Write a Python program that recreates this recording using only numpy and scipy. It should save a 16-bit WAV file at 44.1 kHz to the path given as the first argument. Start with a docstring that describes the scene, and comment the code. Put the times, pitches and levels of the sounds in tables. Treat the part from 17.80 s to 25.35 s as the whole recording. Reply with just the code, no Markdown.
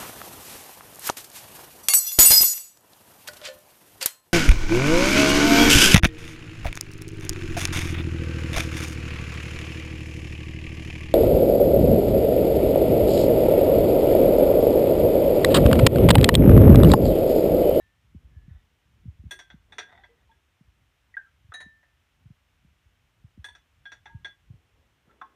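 """Spoon in glass goblets of dessert

A metal spoon clinks on glass goblets of liquid dessert: noisy clacks excite short resonances, and
decaying sines ring as glass and spoon. Random slips rasp along the glass, short sines plip as bubbles,
a faint rim ring and a knock, and dull clacks slap the liquid. An arm brushes the counter, and the hand
that holds the microphone adds sagging low thumps and rumble over the shaped-noise hiss of a quiet,
small kitchen."""
import sys
import numpy as np
from scipy import signal
from scipy.fft import rfft, irfft
from scipy.io import wavfile

SR = 44100
rng = np.random.default_rng(int(sys.argv[2]) if len(sys.argv) > 2 else 0)


def store_pcm(level_fs):
    """Save levels as 16-bit WAV."""
    pcm = np.round(np.clip(level_fs, -1, 1) * 32767).astype(np.int16)
    wavfile.write(sys.argv[1], SR, np.atleast_2d(pcm).T)


N = 333162
TIME = np.arange(N) / SR   # scene clock [s]
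AGE = np.arange(int(0.6 * SR)) / SR   # time since the start of one event [s]

# Spoon against the goblet wall: (time [s], ring level [dB], detuning [Hz], ring tilt [dB per octave],
# ring length [factor], clack level [dB], contact edge [Hz])
CLINKS = [ (1.509, -36, 8, 1.5, 0.87, -40, 17000), (1.59, -46.5, -50.5, -6, 1.47, -45.5, 9300),
          (1.701, -44.5, -60, -2.5, 0.4, -53, 3500), (1.922, -59.5, 77, 11.5, .68, -48.5, 3940),
          (1.983, -40.5, 1, -8, 1.73, -31.5, 5300), (2.235, -49.5, -20.5, .5, 0.47, -55.5, 2860),
          (2.513, -63, 20.5, 2, 0.84, -74, 3000), (5.643, -32.5, 42, -3, 0.8, -46, 12200),
          (5.685, -43, 79.5, -0.5, 0.77, -57.5, 6800), (5.750, -48, 32, -4, 0.38, -55.5, 7900),
          (6.054, -39, -1.5, -6, 1.02, -54, 3900), (6.118, -34.5, 3, -8.5, 0.35, -47, 6000),
          (6.256, -50, 20, -20, 2.23, -48.5, 3050), (6.446, -33.5, 5, 0, 0.76, -43, 4450)]
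# Goblet damped by the spoon, lowest mode first: (frequency [Hz], level [dB], t60 at ring length 1 [s])
WALL_MODES = [(1625, -2.5, 0.17), (1730, -40, 0.039), (3279, -14.5, 0.18), (3417, 1, 0.13),
              (4310, -22, 0.17), (5720, -33.5, 0.18), (6330, -24, 0.24), (7870, -21, 0.092),
              (8750, -16.5, 0.26), (11450, -26.5, 0.088), (12400, -29, 0.068), (13300, -46, 0.029)]
# The spoon's own ring, damped by the hand: (frequency [Hz], level [dB], t60 [s])
SPOON_MODES = [(373, -13, 0.085), (609.5, -9.5, 0.064), (717, -7, 0.067), (959, 0.5, 0.063),
               (1420, -13, .11), (1980, 9, 0.041), (2000, -3.5, 0.17), (2223, -4, 0.03),
               (2630, -23.5, 0.12), (3430, 1, 0.067), (3680, -17, 0.048), (4550, -17, 0.14),
               (5730, -19, 0.13)]
# Spoon, stem and counter, crowded and short: (frequency [Hz], width [Hz], level [dB])
CLACK_BODY = [(359, 110, -7), (640, 142, -4), (806, 135, 4), (878, 182, 0.5), (1398, 690, 0.5),
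              (1716, 312, 7), (2032, 94, 4.5), (2527, 320, -3), (3010, 98, -11.5), (3450, 102, 7),
              (3980, 1180, -12), (5776, 210, -0.5), (7030, 1500, -16), (9020, 580, -12), (13670, 930, -17)]
# Rim rings that go on freely: the first already sounding as the scene begins, the rest left by light # touches:
# (time [s], ring level [dB], ring tilt [dB per octave], clack level [dB], contact edge [Hz])
PINGS = [(0.0, -60, -9.5, -76, 2000), (3.738, -36, -0.5, -44, 8900), (3.803, -53, 3.5, -45, 7840),
         (4.029, -77, -18, -63.5, 2940)]
# Free rim: (frequency [Hz], level [dB], t60 [s])
RIM_MODES = [(1779, -2.5, 0.51), (1850, -13, 0.4), (3857, -2.5, 0.17), (6330, -18.5, 0.19),
             (7500, -36, 0.092), (9550, -18, 0.1), (13550, -37, 0.08)]
# Rim while the spoon still touches it: (frequency [Hz], width [Hz], level [dB])
PING_BODY = [(685, 360, -5.5), (1480, 480, -4), (1825, 174, 5.5), (4010, 166, -5), (6500, 360, -9.5),
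             (7500, 430, -18), (9600, 230, -7), (13800, 1300, -40)]
UPPER_DETUNING = 0.7   # share of the detuning that the upper modes follow
SPOON_RING_DB = -6   # relative to the clack

# Spoon dragged along the glass: (time [s], length [s], rasp level [dB], singing rim level [dB])
SCRAPES = [(0.467, 0.33, -90, -74), (0.661, 0.27, -73, -78), (2.06, .24, -62, -78), (2.37, 0.11, -75, -88)]
# Goblet and spoon while they rub together: (frequency [Hz], width [Hz], level [dB])
SCRAPE_BODY = [(766, 150, -1.5), (1336, 110, -5.5), (1530, 18, 7), (1940, 90, 2), (3590, 76, -3)]
# The rim's note while it is rubbed: (frequency [Hz], width [Hz], level [dB])
SINGING_RIM = [(1712, 27, 0)]
# The spoon's edge catches and rings: (time [s], level [dB])
CATCHES = [(2.103, -62), (2.150, -56.5), (2.176, -58.5), (2.241, -53)]
SCRAPE_SKEW = 0.56   # under 1, a stroke swells faster than it fades

# Short plips and knock tones: bubbles, a faint rim ring (1800 Hz), and a knock at 7.41 s:
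# (time [s], level [dB], pitch [Hz], life before it is cut off [s])
PLIPS = [(1.526, -50, 372, 0.019), (2.125, -53, 686, 0.05), (2.188, -51.5, 795, 0.048),
         (2.290, -62.5, 470, 0.057), (2.492, -59, 904, 0.041), (3.341, -34.5, 1930, 0.0043),
         (3.368, -23.5, 1590, 0.0093), (3.372, -49, 1800, 0.065), (3.462, -62, 1363, 0.045),
         (3.720, -36.5, 1280, .006), (3.721, -34.5, 1530, 0.0043), (5.683, -52, 953, 0.018),
         (6.258, -40, 824, 0.0073), (6.295, -55.5, 914, 0.18), (7.295, -58, 1360, 0.017),
         (7.414, -25.5, 1256, .001), (7.4145, -35, 1550, 0.0063), (7.415, -49, 3590, 0.0043),
         (7.416, -38.5, 1077, 0.038), (7.428, -53.5, 897, 0.028)]
# The spoon slaps into the liquid: (time [s], level [dB], contact edge [Hz])
SLAPS = [(3.369, -52.5, 1390), (3.719, -52.5, 1478), (7.310, -65, 990), (7.414, -45.5, 1450)]
PLIP_CYCLES = 235   # a tone left uncut would fall by 60 dB in this many cycles

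# Arm and cloth brushing the counter: (time [s], level [dB])
BRUSHES = [(.38, -74), (1.87, -65), (6.67, -75), (6.93, -74.5), (7.24, -67), (7.47, -73)]
# Colour of the brushing, before scaling to unit rms: (frequency [Hz], level [dB per Hz])
BRUSH_COLOUR = [(100, -19), (220, -3.5), (330, -3.5), (450, -2.5), (620, -9.5), (1150, -14.5),
                (2000, -21.5), (5000, -50)]
BRUSH_ATTACK_S, BRUSH_FADE_DB_PER_S = 0.049, 29

# Fingers shifting on the microphone's case: (time [s], peak level [dB], starting pitch [Hz])
THUMPS = [(.347, -38.5, 272), (.353, -36.5, 122), (0.443, -45, 104), (.562, -36, 113), (0.679, -39, 204),
          (0.706, -37, 123), (.742, -38.5, 98), (1.255, -34.5, 206), (1.276, -30, 131), (1.39, -40.5, 126),
          (1.437, -42.5, 270), (1.448, -36, 120), (1.463, -41, 208), (1.74, -41, 254), (2.808, -48, 242),
          (2.874, -52.5, 104), (3.643, -49.5, 132), (3.687, -45, 129), (3.861, -45, 273), (4.455, -41, 166),
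          (4.502, -41, 203), (4.846, -50.5, 235), (5.053, -52.5, 105), (5.441, -40, 163),
          (5.575, -43.5, 283), (5.586, -38.5, 120), (6.346, -32, 153), (6.701, -36, 161),
          (6.736, -43.5, 161), (7.275, -55.5, 243)]
# Rumble of the holding hand, before GRIP_LIFT_DB: (time [s], level [dB])
GRIP = [(0.0, -67.5), (0.67, -69), (1.01, -67.5), (1.26, -63.5), (2.44, -73.5), (5.49, -73), (6.45, -67.5),
        (7.55, -76)]
# Colour of the rumble, before scaling to unit rms: (frequency [Hz], level [dB per Hz])
GRIP_COLOUR = [(25, -30), (45, -0.5), (70, 2.5), (120, -5), (200, -16), (400, -30), (800, -62.5)]
THUMP_PEAK_CYCLES = 1.36   # cycles of the starting pitch until a thump peaks
STIR_DB, STIR_S = -23.5, 0.044   # rumble around each thump: level under its peak, spread in time
GRIP_LIFT_DB = 3.0
GRIP_WANDER_DB, GRIP_WANDERS_PER_S = 3.5, 12   # the rumble swells and sinks at random

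# Colour of the hiss, before scaling to unit rms: (frequency [Hz], level [dB per Hz])
HISS = [(150, -13.5), (250, -5.5), (420, -8.5), (700, -8), (1400, -6.5), (2000, -6.5), (3100, -7.5),
        (4000, -14.5), (4750, -19), (5300, -16), (7500, -20.5), (10400, -24), (14800, -24.5), (15500, -41)]
HISS_DB = -73

# Counter, jug and backsplash: (delay [s], strength [gain])
ECHOES = [(.0031, 0.1), (.0068, 0.62), (0.011, 0.2)]
# Decay of the room: (frequency [Hz], t60 [s])
ROOM_T60 = [(200, .3), (1500, 0.23), (4000, 0.18), (12000, 0.22)]
# Round trips between the walls: (shortest [s], longest [s])
ROOM_DELAYS_S = (.007, .037)

MIC_LOW_CUT_HZ, CUTOFF_HZ = 23, 15600


def spoon_on_glass():
    """Clinks under a pressing spoon, which detunes and damps the wall, and pings of a free rim."""
    return clinks() + pings()


def clinks(ring_reach=1.32, choke_s=0.003):
    """Each blow is a clack and a ring; a soft contact dulls both."""
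    out = np.zeros(N)
    next_touches = [row[0] for row in CLINKS[1:]] + [N / SR]
    for row, next_s in zip(CLINKS, next_touches):
        s, ring_db, detuning_hz, tilt_db, length, clack_db, edge_hz = row
        free = (1 - np.tanh((s + AGE - next_s) / choke_s)) / 2   # the next touch chokes the wall
        upper_hz = UPPER_DETUNING * detuning_hz
        wall = struck(WALL_MODES, s, tilt_db, length, detuning_hz, upper_hz)
        spoon = struck(SPOON_MODES, s)
        ring = from_db(ring_db) * wall * free + from_db(clack_db + SPOON_RING_DB) * spoon
        for _ in range(2):
            ring = lowpass(ring, ring_reach * edge_hz)
        add(out, s, ring + from_db(clack_db) * clack(edge_hz))
    return out


def pings():
    """A light touch makes a small clack and lets the rim ring on undamped."""
    out = np.zeros(N)
    for s, ring_db, tilt_db, clack_db, edge_hz in PINGS:
        rim = from_db(ring_db) * struck(RIM_MODES, s, tilt_db, waver=0.003)
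        add(out, s, rim + from_db(clack_db) * clack(edge_hz, PING_BODY))
    return out


def struck(modes, s, tilt_db=0, length=1, low_shift_hz=0, upper_shift_hz=0,
           rise_s=0.0016, waver=0.0031, waver_hz=70):
    """Ringing modes as decaying sines; a positive tilt favours the treble, as a harder blow does."""
    out = 0
    clock = AGE + round(s * SR) / SR   # phase runs on the scene clock, not from each blow
    for k, (hz, db, t60) in enumerate(modes):
        octaves_up = np.log2(hz / modes[0][0])
        shift_hz = upper_shift_hz if k else low_shift_hz
        cycles = (hz + shift_hz) * clock
        if k:   # the trembling contact makes the upper modes waver in pitch
            tremble = rms_one(lowpass(rng.standard_normal(len(AGE)), waver_hz))
            cycles = cycles + np.cumsum(hz * waver * tremble) / SR
        level = from_db(db + tilt_db * octaves_up)
        out = out + level * np.sin(2 * np.pi * cycles) * dying(t60 * length)
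    return out * (1 - np.exp(-AGE / rise_s))


def clack(edge_hz, resonances=CLACK_BODY, chatter_t60=0.098, first_touch=1.6):
    """A first touch, then a dying chatter of tiny contacts; a softer contact has a lower edge."""
    force = rng.standard_normal(len(AGE)) * dying(chatter_t60)
    force[0] = first_touch
    sound = body(lowpass(force, edge_hz), resonances)
    return sound / np.sqrt(np.sum(sound ** 2) / (0.01 * SR))   # energy of 10 ms at unit rms


def body(force, resonances):
    """Contact force through short resonances, in parallel with alternating signs."""
    out = 0
    for k, (hz, width, db) in enumerate(resonances):
        radius = np.exp(-np.pi * width / SR)
        poles = [1, -2 * radius * np.cos(2 * np.pi * hz / SR), radius ** 2]
        band = signal.lfilter([1, 0, -1], poles, force) * (1 - radius ** 2) / 2
        out = out + (-1) ** k * from_db(db) * band
    return out


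def scraping(slips_per_s=220, spread_db=4, catch_edge_hz=2400):
    """Uneven slips of the spoon's edge rasp and make the rim sing faintly; a catch rings the spoon."""
    slipping = rng.random(N) < slips_per_s / SR
    slips = slipping * from_db(spread_db * rng.standard_normal(N)) + 1e-18
    rasp = rms_one(body(slips, SCRAPE_BODY))
    song = rms_one(body(slips, SINGING_RIM))
    out = np.zeros(N)
    for s, length, rasp_db, song_db in SCRAPES:
        progress = np.clip((TIME - s) / length, 0, 1)
        pressure = np.sin(np.pi * progress ** SCRAPE_SKEW) ** 2
        out += pressure * (from_db(rasp_db) * rasp + from_db(song_db) * song)
    for s, db in CATCHES:
        add(out, s, from_db(db) * lowpass(struck(SPOON_MODES, s), catch_edge_hz))
    return out


def plips_and_slaps(rise_s=0.0014, cut_s=0.0025):
    """Each plip or knock tone is one sine, cut off after its life; a slap is a dull clack."""
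    out = np.zeros(N)
    for s, db, hz, life in PLIPS:
        rise = 1 - np.exp(-AGE / rise_s)
        uncut = (1 - np.tanh((AGE - life) / (2 * cut_s))) / 2   # a bubble's burst
        tone = np.sin(2 * np.pi * hz * AGE) * dying(PLIP_CYCLES / hz)   # higher tones decay sooner
        add(out, s, from_db(db) * tone * rise * uncut)
    for s, db, edge_hz in SLAPS:
        add(out, s, from_db(db) * clack(edge_hz, chatter_t60=0.034))
    return out


def kitchen(x, tail_db=-11):
    """Direct sound, near echoes, and round trips between the walls in which the bass lasts longest."""
    hz = np.fft.rfftfreq(len(AGE), 1 / SR)
    turn = -2j * np.pi * hz   # phase turn per second of delay
    tail = 0
    for k, delay in enumerate(np.geomspace(*ROOM_DELAYS_S, 12)):
        trip = np.exp(turn * delay - np.log(1000) * delay / at_hz(ROOM_T60, hz))
        tail = tail + (-1) ** k * trip / (1 - trip)   # endless repeats of one trip
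    for delay in (0.0011, 0.0019, 0.0029):   # clutter smears each reflection: all-passes [s]
        step = np.exp(turn * delay)
        tail = tail * (step - 0.5) / (1 - 0.5 * step)
    tail = tail / np.sqrt(np.mean(np.abs(tail) ** 2))
    response = from_db(tail_db) * irfft(tail, len(AGE))
    response[0] += 1
    for delay, strength in ECHOES:
        response[round(delay * SR)] += strength
    return signal.fftconvolve(x, response)[:N]


def handling():
    """Finger thumps and the rumble of the hand, both carried by the microphone's case."""
    return finger_thumps() + hand_rumble()


def finger_thumps(sag=0.73, sag_peaks=2.365):
    """A sine swells and dies within a few cycles, sinking in pitch as the finger settles."""
    out = np.zeros(N)
    for s, db, hz in THUMPS:
        peak_s = THUMP_PEAK_CYCLES / hz
        progress = AGE / peak_s
        swell = (progress * np.exp(1 - progress)) ** 2
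        pitch = hz * (1 - sag * (1 - np.exp(-progress / sag_peaks)))
        add(out, s, from_db(db) * swell * np.sin(2 * np.pi * np.cumsum(pitch) / SR))
    return out


def hand_rumble():
    """Low noise follows the grip, wanders at random and is stirred up around each thump's peak."""
    grip_db = np.interp(TIME, *np.transpose(GRIP)) + GRIP_LIFT_DB
    power = from_db(grip_db) ** 2
    for s, db, hz in THUMPS:
        peak_time = s + THUMP_PEAK_CYCLES / hz
        power += from_db(db + STIR_DB) ** 2 * np.exp(-np.abs(TIME - peak_time) / STIR_S)
    wander = from_db(GRIP_WANDER_DB * drift(GRIP_WANDERS_PER_S))
    return np.sqrt(power) * coloured_noise(GRIP_COLOUR) * wander


def brushing():
    """Each move of the arm starts a soft, dull rub of noise that fades slowly."""
    power = 0
    for s, db in BRUSHES:
        attack = np.clip((TIME - s) / BRUSH_ATTACK_S, 0, 1)
        fade_db = BRUSH_FADE_DB_PER_S * np.maximum(TIME - s - BRUSH_ATTACK_S, 0)
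        power = power + (attack * from_db(db - fade_db)) ** 2
    return np.sqrt(power) * coloured_noise(BRUSH_COLOUR)


def kitchen_hiss():
    """The quiet room as steady coloured noise."""
    return from_db(HISS_DB) * coloured_noise(HISS)


def coloured_noise(spectrum):
    """Steady noise of a given colour, rms 1."""
    hz = np.arange(N // 2 + 1) * SR / N
    white = rfft(rng.standard_normal(N))
    return rms_one(irfft(white * from_db(at_hz(spectrum, hz)), N))


def drift(per_s):
    """Slow random wander, straight lines between random points of spread 1."""
    knots = rng.standard_normal(1000)
    return np.interp(TIME * per_s, np.arange(len(knots)), knots)


def dying(t60):
    """Exponential decay over one event, 60 dB down after t60 seconds."""
    return np.exp(-np.log(1000) * AGE / t60)


def lowpass(x, edge_hz):
    """Second-order low-pass, its edge kept below half the sample rate."""
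    edge_hz = min(edge_hz, SR / 2 - 1000)
    return signal.sosfilt(signal.butter(2, edge_hz, fs=SR, output="sos"), x)


def from_db(db):
    """Decibels to gain."""
    return 10 ** (np.asarray(db) / 20)


def rms_one(x):
    """Scale to unit rms."""
    return x / np.sqrt(np.mean(x ** 2) + 1e-20)


def at_hz(points, hz):
    """Read a table on a log-frequency axis."""
    known_hz, values = np.transpose(points)
    return np.interp(np.log(np.maximum(hz, 1)), np.log(known_hz), values)


def add(track, s, sound):
    """Mix a sound into a track from a given time."""
    start = max(round(s * SR), 0)
    track[start:start + len(sound)] += sound[:N - start]


def scene():
    """Glass and liquid sound in the room; brushing, handling and hiss join without its echoes."""
    counter = kitchen(spoon_on_glass() + scraping() + plips_and_slaps())
    mix = counter + handling() + brushing() + kitchen_hiss()
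    return mix[None]   # one channel


def record(dry):
    """The small microphone loses the deepest bass; the top is cut steeply."""
    low_cut = signal.butter(3, MIC_LOW_CUT_HZ, "high", fs=SR, output="sos")
    top_cut = signal.ellip(10, 0.1, 70, CUTOFF_HZ, fs=SR, output="sos")
    return signal.sosfilt(top_cut, signal.sosfilt(low_cut, dry))


dry = scene()
out = record(dry)
store_pcm(out)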